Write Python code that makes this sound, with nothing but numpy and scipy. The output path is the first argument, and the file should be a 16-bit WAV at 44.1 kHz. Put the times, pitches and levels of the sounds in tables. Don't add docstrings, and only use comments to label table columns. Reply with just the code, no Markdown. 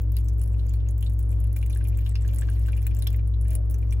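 import sys
import numpy as np
from scipy import signal
from scipy.fft import rfft, irfft
from scipy.io import wavfile

SR = 44100
rng = np.random.default_rng(int(sys.argv[2]) if len(sys.argv) > 2 else 0)


def transcribe(u):
    v = np.clip(np.atleast_2d(u).T, -1, 1)
    q = np.round(v * 32767).astype(np.int16)
    wavfile.write(sys.argv[1], SR, q)


N = 176400
GRAIN_S, TOP_HZ = .04, 15700
T = np.arange(N) / SR
AGE = T[:int(GRAIN_S * SR)]
BUBBLE_CYCLES, GLIDE_PER_S = 20, 2

# (time [s], level [dB], resonance [Hz])
FILM_SNAPS = [(0.0183, -36.5, 15300), (0.12, -35, 13900), (0.167, -27.5, 11700), (0.1856, -37.5, 10600),
              (0.2854, -37, 6070), (0.415, -32, 9700), (0.4373, -37, 11000), (0.4755, -41, 10600),
              (0.6678, -48.5, 6400), (0.6937, -38.5, 6900), (0.7368, -37.5, 15500), (0.8875, -37, 6500),
              (0.9093, -40.5, 10200), (0.9801, -35, 14600), (1.009, -37, 15100), (1.0266, -36, 10600),
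              (1.098, -39.5, 10400), (1.1353, -42.5, 11800), (1.1911, -32.5, 15300), (1.2274, -41, 9580),
              (1.3168, -40.5, 11500), (1.4022, -40.5, 11500), (1.4413, -40, 10900), (1.5286, -38, 11700),
              (1.5652, -29, 15100), (1.5883, -39, 10100), (1.6275, -41, 10900), (1.6618, -31, 16200),
              (1.6988, -36, 10700), (1.7272, -37.5, 10400), (1.7482, -37.5, 8040), (1.773, -35, 9500),
              (1.841, -40, 10900), (1.8725, -35.5, 12000), (1.8855, -33.5, 11800), (1.973, -34, 14400),
              (1.9882, -37, 14400), (2.0632, -43, 11900), (2.0926, -34.5, 7970), (2.2215, -40, 7580),
              (2.2786, -36.5, 6300), (2.3371, -36, 13800), (2.3857, -25.5, 7960), (2.3954, -42, 10100),
              (2.4113, -33, 7900), (2.4998, -35.5, 9700), (2.5362, -43, 15700), (2.594, -41, 11900),
              (2.6695, -39, 15700), (2.7205, -40.5, 10900), (2.7766, -42, 10000), (2.819, -41, 10900),
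              (2.8671, -23.5, 15800), (2.9675, -36, 7640), (3.0231, -28, 10800), (3.0718, -23, 12400),
              (3.129, -37, 15400), (3.1618, -37, 15100), (3.2748, -41.5, 9400), (3.4123, -38, 10000),
              (3.482, -36.5, 10100), (3.5055, -32, 11000), (3.5298, -35, 15700), (3.552, -22.5, 9660),
              (3.6989, -37, 10300), (3.71, -32.5, 15300), (3.7428, -36.5, 6250), (3.785, -39.5, 14000),
              (3.9083, -40.5, 5870), (3.925, -33, 8600)]
# (frequency [Hz], level [dB])
CRACK_SPECTRUM = [(3000, -9), (5600, -12), (7700, 1), (8800, -2), (10200, 2), (12000, -2), (13300, 3.5),
                  (15200, -0.5)]
# (frequency [Hz], level [dB])
KNOCK_SPECTRUM = [(700, -18), (1500, -11), (2700, -14.5), (5500, -4), (8000, -26)]


def film_snaps(followers=3, mean_wait_s=.011):
    out = np.zeros((2, N))
    for s, db, hz in FILM_SNAPS:
        crack = lambda: amp(db + 1.5) * burst(CRACK_SPECTRUM, t60=.011, hz=hz, width_hz=580, focus_db=16)
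        snap = crack() + amp(db - 26) * burst(KNOCK_SPECTRUM, t60=.0092)
        add_at_mic(out, s, snap, rng.random())
        for wait, strength, place in rng.random((followers, 3)):
            add_at_mic(out, s - mean_wait_s * np.log(wait), amp(-8.5) * strength * crack(), place)
    return out


# (time [s], level [dB], pitch [Hz])
AIR_POCKETS = [(0.168,-37,4680), (0.541,-49,2560), (0.5938,-41,3790), (0.684,-49.5,4770), (0.738,-47,4370),
               (0.802,-45.5,3240), (0.866,-52.5,2730), (1.027,-38.5,3150), (1.064,-39,3720),
               (1.327,-47.5,2460), (1.442,-50,2860), (1.564,-41.5,2240), (1.6274,-38.5,2540),
               (1.701,-46,2430), (1.705,-39,6130), (1.731,-42,3600), (1.7597,-42,1710), (1.8094,-44,1570),
               (1.8509,-40,2440), (1.928,-48.5,2490), (1.988,-41.5,2500), (2.0628,-31.5,2990),
               (2.155,-32,2700), (2.155,-34,4970), (2.2486,-44,1750), (2.288,-44,2930), (2.4204,-36.5,1730),
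               (2.487,-38,1570), (2.6844,-36.5,1540), (2.7307,-35.5,2500), (2.7757,-42.5,2600),
               (2.867,-39,2520), (2.9119,-42.5,2550), (3.0227,-37,3830), (3.0693,-28,3400),
               (3.073,-34,5370), (3.1445,-40,2130), (3.192,-45,2380), (3.3387,-46,3820), (3.453,-45.5,1760),
               (3.513,-47.5,2370), (3.8259,-48.5,2380), (3.9247,-36,2390)]
# (frequency [Hz], level [dB])
SMACK_SPECTRUM = [(900, -27), (1600, -10), (3000, 3.5), (5200, -6), (7500, -9)]


def pocket_pops(bubbles=4, scatter_s=.014, scatter_octaves=.5, pan_db=2):
    out = np.zeros((2, N))
    for s, db, hz in AIR_POCKETS:
        tone = ring(hz, cycles=30)
        smack = burst(SMACK_SPECTRUM, t60=.022, hz=hz, width_hz=650, focus_db=14)
        add_at_mic(out, s, amp(db) * (tone + amp(-6) * smack), rng.random(), pan_db)
        for wait, step, strength, place in rng.random((bubbles, 4)):
            pitch = hz * 2 ** (scatter_octaves * (step - .5))
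            bubble = amp(db - 10) * strength * ring(pitch, BUBBLE_CYCLES)
            add_at_mic(out, s + scatter_s * wait, bubble, place, pan_db)
    return out


# (time [s], snap level [dB], fizz level [dB])
GRIP_CRACKLE = [(.08, -74, -84), (.17, -67.5, -61), (.33, -62.5, -94), (.7, -60.5, -66.5), (.87, -81, -78),
                (1.2, -60, -91), (1.36, -64, -72), (1.58, -61, -68.5), (2.0, -66.5, -61.5),
                (2.4, -52.5, -61), (3.14, -57.5, -63), (3.25, -74, -82), (3.4, -74, -88), (3.52, -49, -58),
                (3.62, -80, -93), (3.85, -63.5, -71)]


def crackle(low_hz=1800, high_hz=6200):
    s, snap_db, fizz_db = np.array(GRIP_CRACKLE).T
    snap = lambda u: burst(CRACK_SPECTRUM, t60=.004, hz=7000 + 8500 * u, width_hz=580, focus_db=16)
    bubble = lambda u: ring(low_hz * (high_hz / low_hz) ** u, BUBBLE_CYCLES)
    snaps = grains(snap, per_s=115, spread_db=7) * amp(np.interp(T, s, snap_db) - 1)
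    fizz = grains(bubble, per_s=300, spread_db=3) * amp(np.interp(T, s, fizz_db) - 3)
    return snaps + fizz


def finger_rub(at_s=3.56, width_s=.045, hz=630, db=-52):
    hollow = unit(colour(rng.standard_normal((2, N)), [(hz / 2, -40), (hz, 0), (hz * 2, -60)]))
    return hollow * amp(db) * np.exp(-.5 * ((T - at_s) / width_s) ** 2)


def reflections(x, t60, delay_s):
    t = T[:SR // 2]
    tail = rng.standard_normal((2, len(t))) * fade(t60, t) * (t > delay_s)
    echo = signal.fftconvolve(x, tail / np.sqrt(np.sum(tail ** 2) / 2), axes=1)[:, :N]
    return colour(echo, [(4000, 0), (TOP_HZ, -13.5)])


# (frequency [Hz], level [dB], waver depth [ratio])
MOTOR_TONES = [(58.17, -22.5, 0.089), (103.2, -30, 0.12), (303.3, -62.5, 0.94)]


def motor(waver_hz=7.4, pan_db=1.4):
    hum = np.zeros(N)
    for hz, db, depth in MOTOR_TONES:
        waver = 1 + depth * (walk(waver_hz) + 1j * walk(waver_hz))
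        tone = np.exp(2j * np.pi * (hz * T + rng.random()))
        hum += np.sqrt(2) * amp(db) * np.real(waver * tone)
    return hum * amp(np.array([[pan_db], [-pan_db]]) / 2)


# (frequency [Hz], level [dB])
FLOOR_SPECTRUM = [(20, -22), (80, 10), (125, 4.5), (170, -6), (420, -11), (600, -16), (780, -24.5),
                  (1200, -28.5), (2000, -38), (4000, -48.5), (8800, -55), (11500, -44.5), (13300, -54),
                  (15500, -49)]
# (frequency [Hz], side level relative to mid [dB])
FLOOR_WIDTH = [(30, -41), (110, 6.5), (170, -3), (280, 11), (500, -2)]


def rumble_and_hiss(db=-42, swell_db=.8):
    mid, side = (unit(colour(rng.standard_normal(N), FLOOR_SPECTRUM)) for _ in range(2))
    floor = mid + colour(side, FLOOR_WIDTH) * np.array([[1], [-1]])
    return floor * amp(db + swell_db * walk(rate_hz=3))


# (frequency [Hz], lag [cycles])
MIC_LAG = [(0, 0), (3000, .22), (6400, 1), (10900, 2), (18000, 3.5)]


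def add_at_mic(out, s, x, place, pan_db=0, pad=18, scatter_s=12e-6):
    x = np.pad(x, pad)
    f = np.fft.rfftfreq(len(x), 1 / SR)
    cycles = np.interp(f, *np.array(MIC_LAG).T) + f * scatter_s * (2 * place - 1)
    left = irfft(rfft(x) * np.exp(-2j * np.pi * cycles), len(x))
    i = int(np.clip(s * SR - pad, 0, N - 1))
    out[:, i:i + len(x)] += np.array([left * amp(pan_db / 2), x * amp(-pan_db / 2)])[:, :N - i]


def burst(spectrum, t60, hz=0, width_hz=1, focus_db=0):
    f = np.fft.rfftfreq(len(AGE), 1 / SR)
    resonance = amp(focus_db / (1 + ((f - hz) / width_hz) ** 2))
    noise = irfft(rfft(rng.standard_normal(len(AGE))) * resonance, len(AGE))
    x = colour(noise * fade(t60), spectrum) * (AGE < GRAIN_S / 2)
    return x * np.sqrt(np.sum(fade(t60) ** 2) / np.sum(x ** 2) / 2)


def ring(hz, cycles):
    return np.sin(2 * np.pi * hz * AGE * (1 + GLIDE_PER_S * AGE / 2)) * fade(cycles / hz)


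def grains(make, per_s, spread_db, candidates=1600, kinds=60):
    out = np.zeros((2, N))
    sounds = [make(u) for u in np.linspace(0, 1, kinds)]
    for when, keep, kind, strength, place in rng.random((candidates, 5)):
        if keep < per_s * N / SR / candidates:
            gain = amp(spread_db * min(-np.log(strength), np.pi))
            add_at_mic(out, when * N / SR, gain * sounds[int(kind * kinds)], place)
    return unit(out)


def colour(x, points):
    hz, db = np.array(points).T
    f = np.fft.rfftfreq(x.shape[-1], 1 / SR)
    return irfft(rfft(x) * amp(np.interp(np.log(f + 1), np.log(hz), db)), x.shape[-1])


def walk(rate_hz):
    f = np.fft.rfftfreq(N, 1 / SR)
    return unit(irfft(rfft(rng.standard_normal(N)) / (1 + (f / rate_hz) ** 2), N))


def fade(t60, t=AGE):
    return np.exp(-np.log(1000) * t / t60)


def amp(db):
    return 10 ** (np.asarray(db) / 20)


def unit(x):
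    return x / np.sqrt(np.mean(x ** 2))


def scene():
    drone = motor() + rumble_and_hiss()
    squeeze = film_snaps() + pocket_pops() + crackle() + finger_rub()
    near = squeeze + amp(1) * reflections(squeeze, t60=.044, delay_s=.00171)
    room = amp(-19) * reflections(near, t60=.16, delay_s=.014)
    return near + room + drone


def record(dry):
    return signal.sosfilt(signal.ellip(8, .2, 70, TOP_HZ, fs=SR, output="sos"), dry)


dry = scene()
out = record(dry)
transcribe(out)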